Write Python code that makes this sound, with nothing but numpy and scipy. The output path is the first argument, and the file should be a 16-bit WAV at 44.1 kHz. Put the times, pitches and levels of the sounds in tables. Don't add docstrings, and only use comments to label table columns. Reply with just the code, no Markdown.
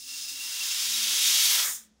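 import sys
import numpy as np
from scipy import signal
from scipy.fft import rfft, irfft
from scipy.io import wavfile

SR = 44100
rng = np.random.default_rng(int(sys.argv[2]) if len(sys.argv) > 2 else 0)


def generate_wav(sig):
    pcm = np.round(np.clip(np.atleast_2d(sig).T, -1, 1) * 32767).astype(np.int16)
    wavfile.write(sys.argv[1], SR, pcm)


N = 88200
T = np.arange(N) / SR
HZ = np.maximum(np.fft.rfftfreq(N, 1 / SR), 1)

# time in seconds, level in dB.
HISS_LEVEL = [(0, -44), (.055, -43), (.095, -38), (.16, -36), (.24, -35.5), (.275, -39.5), (.29, -33.5),
              (.33, -37.5), (.39, -36.5), (.43, -34), (.52, -34), (.65, -29.5), (1.0, -26.5), (1.215, -24),
              (1.235, -21), (1.31, -21.5), (1.44, -20.5), (1.6, -23.5), (1.7, -24), (1.765, -31),
              (1.8, -40.5), (1.86, -55.5), (1.92, -87)]
RUSH_LEVEL = [(0, -67), (.05, -68.5), (.1, -58.5), (.36, -56), (.44, -52.5), (.66, -48.5), (1.0, -45.5),
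              (1.25, -43), (1.45, -40), (1.6, -37), (1.7, -40.5), (1.745, -58), (1.81, -73), (1.9, -85)]
# frequency in Hz, relative level in dB.
GAP_SPECTRUM = [(1500, -44.5), (2500, -19), (3300, -10), (4300, -4.5), (5300, 0), (7200, -3), (8000, -8),
                (11000, -10.5), (13500, -12.5), (15800, -4)]
JET_SPECTRUM = [(1200, -39.5), (2200, -7.5), (2800, -5.5), (3300, 1.5), (4200, -2), (5400, 0), (6500, -1),
                (8200, -6), (10300, -6), (11700, -9), (12800, -6), (14300, -11.5), (15800, -8)]
BORE_SPECTRUM = [(1500, -37), (2700, -25.5), (3700, -13.5), (4300, -22.5), (5500, -9), (6900, -2.5),
                 (8200, -7.5), (9300, -5), (10500, -11.5), (11600, -10.5), (13000, -1.5), (13900, -11),
                 (15200, 0.5), (15900, -13.5)]
RUSH_SPECTRUM = [(130, -36), (250, -30), (400, -15.5), (600, -14.5), (850, -9.5), (1050, -5.5), (1600, 1),
                 (2100, 1), (2700, -8.5), (4000, -18.5)]
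# centre in Hz, width in Hz, lift in dB.
NOZZLE_MODES = [(2706, 74, 22), (3800, 210, 5.5), (5083, 130, 9.5), (6410, 85, 4), (7070, 80, 4)]
FITTING_MODES = [(2806, 22, 6), (3550, 21, 5), (3660, 50, 1.5), (3833, 45, 1.5), (3930, 25, 6),
                 (4175, 21, -0.5), (5140, 40, 5), (6070, 43, 5), (6071, 20, 2), (7720, 19, 5)]
LID_MODES = [(675, 53, 5.5), (1010, 73, 2)]
# time in seconds, gain in dB.
TREBLE_GAIN = [(0, -5), (.4, -2), (.9, -2), (1.35, -2), (1.55, 2), (1.7, -4), (1.78, -8.5), (1.87, -8)]
# centre in Hz, width in Hz, relative level in dB.
SEAT_MODES = [(8370, 57, 5), (9310, 87, 5), (10100, 120, -2.5), (12120, 170, -5.5), (14200, 130, -7),
              (14800, 120, -10), (15500, 150, -5)]
# time in seconds, level in dB.
SEAT_RING_LEVEL = [(0, -50), (.25, -49), (.42, -46), (.75, -46.5), (1.2, -57), (1.8, -110)]
WHISTLE_LEVEL = [(0, -68.5), (.12, -52.5), (.25, -58), (.36, -47), (.72, -49.5), (2, -115)]
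# time of the peak in seconds, frequency in Hz, level in dB.
WHISTLE_CHIRPS = [(.15, 2762, -44.5), (.348, 2713, -46.5), (.424, 2745, -40), (.476, 2745, -54),
                  (.554, 2770, -42), (0.619, 2747, -34), (.716, 2740, -35.5), (0.944, 3836, -31.5)]
# time in seconds, frequency in Hz, level in dB.
HOOT_CURVES = [
    [(0, 266, -70), (.3, 271, -71.5), (.8, 270, -78)],
    [(.2, 305, -81), (.35, 311, -70.5), (.65, 310, -83), (1.0, 322, -65.5), (1.19, 322.4, -61),
     (1.25, 293, -68), (1.295, 288, -55.5), (1.37, 237.5, -68), (1.65, 231, -70.5), (1.92, 216, -72)],
    [(.7, 220, -75), (.88, 224, -64), (.945, 226, -58), (1.09, 223, -61)],
]
# frequency in Hz, level in dB.
HUM_PARTIALS = [(60, -76), (179, -83)]
# frequency in Hz, relative level in dB.
ROOM_SPECTRUM = [(20, -20), (45, -8), (65, 2), (110, -10.5), (220, -2), (500, -10), (2000, -23.5),
                 (6000, -17), (16000, -43.5)]
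ECHO_SPECTRUM = [(500, -2.5), (3500, -4), (7000, -15), (15000, -32)]
WIDTH_SPECTRUM = [(500, 3), (3500, -4.5), (7000, -12), (15000, 7.5)]


def from_db(db):
    return 10 ** (np.asarray(db) / 20)


def in_time(rows):
    times, *columns = np.transpose(rows)
    return [np.interp(T, times, column) for column in columns]


def shaped_noise(gain):
    noise = irfft(rfft(rng.standard_normal(N)) * gain, N)
    return noise / np.sqrt(np.mean(noise ** 2) + 1e-20)


def drift(rate_hz):
    return shaped_noise(1 / (1 + (HZ / rate_hz) ** 2))


def resonance(centre_hz, width_hz):
    return 1 / (1 + (2 * (HZ - centre_hz) / width_hz) ** 2)


def coloured_noise(spectrum, modes=()):
    hz, db = np.transpose(spectrum)
    level_db = np.interp(np.log(HZ), np.log(hz), db)
    for centre_hz, width_hz, lift_db in modes:
        level_db = level_db + lift_db * resonance(centre_hz, width_hz)
    return shaped_noise(from_db(level_db))


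def handover(at_s, fade_s):
    return .5 + .5 * np.tanh((T - at_s) / (2 * fade_s))


def valve_flow():
    hiss_db, = in_time(HISS_LEVEL)
    rush_db, = in_time(RUSH_LEVEL)
    widened = handover(at_s=.54, fade_s=.24)
    opened = handover(at_s=1.628, fade_s=.016)
    gap_db, bore_db = 1.4, -3.5
    sputter_db = .06 * drift(rate_hz=25)
    gap = np.sqrt(1 - widened) * from_db(gap_db + sputter_db) * coloured_noise(GAP_SPECTRUM, NOZZLE_MODES)
    jet = np.sqrt(widened * (1 - opened)) * coloured_noise(JET_SPECTRUM, FITTING_MODES)
    bore = np.sqrt(opened) * from_db(bore_db) * coloured_noise(BORE_SPECTRUM)
    rush = from_db(rush_db) * coloured_noise(RUSH_SPECTRUM, LID_MODES)
    flutter_db = .5 * drift(rate_hz=40)
    return (from_db(hiss_db) * (gap + jet + bore) + rush) * from_db(flutter_db)


def treble_shelf(flow, corner_hz=10500, edge_hz=990):
    treble_db, = in_time(TREBLE_GAIN)
    high_pass = .5 + .5 * np.tanh((HZ - corner_hz) / edge_hz)
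    treble = irfft(rfft(flow) * high_pass, N)
    return flow + (from_db(treble_db) - 1) * treble


def seat_ring():
    level_db, = in_time(SEAT_RING_LEVEL)
    response = sum(from_db(db) * resonance(hz, width_hz) for hz, width_hz, db in SEAT_MODES)
    return from_db(level_db) * shaped_noise(response)


def whistle(swell_s=.0098, waver_hz=16.5):
    level_db, = in_time(WHISTLE_LEVEL)
    tone = from_db(level_db) * shaped_noise(resonance(centre_hz=2758, width_hz=70))
    detune_hz = waver_hz * drift(rate_hz=92)
    for peak_s, hz, db in WHISTLE_CHIRPS:
        swell = np.exp(-.5 * ((T - peak_s) / swell_s) ** 2)
        phase = 2 * np.pi * np.cumsum(hz + detune_hz) / SR
        tone = tone + np.sqrt(2) * from_db(db) * swell * np.sin(phase)
    return tone


def hoot(curve, waver_hz=4.2, waver_db=4, fade_db_per_s=267):
    hz, db = in_time(curve)
    outside_s = np.abs(T - np.clip(T, curve[0][0], curve[-1][0]))
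    phase = 2 * np.pi * np.cumsum(hz + waver_hz * drift(rate_hz=39)) / SR
    level_db = db - fade_db_per_s * outside_s + waver_db * drift(rate_hz=16)
    return np.sqrt(2) * from_db(level_db) * np.sin(phase)


def workshop(noise_db=-71):
    hum = sum(np.sqrt(2) * from_db(db) * np.sin(2 * np.pi * (hz * T + rng.random()))
              for hz, db in HUM_PARTIALS)
    return hum + from_db(noise_db) * coloured_noise(ROOM_SPECTRUM)


def diffuse(sound, spectrum, t60_s):
    impulse_response = coloured_noise(spectrum) * from_db(-60 * T / t60_s)
    return signal.fftconvolve(sound, impulse_response / np.linalg.norm(impulse_response))[:N]


def scene():
    air = treble_shelf(valve_flow()) + seat_ring() + whistle()
    echoes = from_db(-15) * diffuse(air, ECHO_SPECTRUM, t60_s=.36)
    hoots = sum(hoot(curve) for curve in HOOT_CURVES)
    mid = air + echoes + hoots + workshop()
    side = from_db(-39) * diffuse(mid, WIDTH_SPECTRUM, t60_s=.08)
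    return np.array([mid + side, mid - side])


def record(dry):
    cutoff_hz = 15750
    return signal.sosfilt(signal.ellip(14, .1, 80, cutoff_hz, fs=SR, output="sos"), dry)


dry = scene()
out = record(dry)
generate_wav(out)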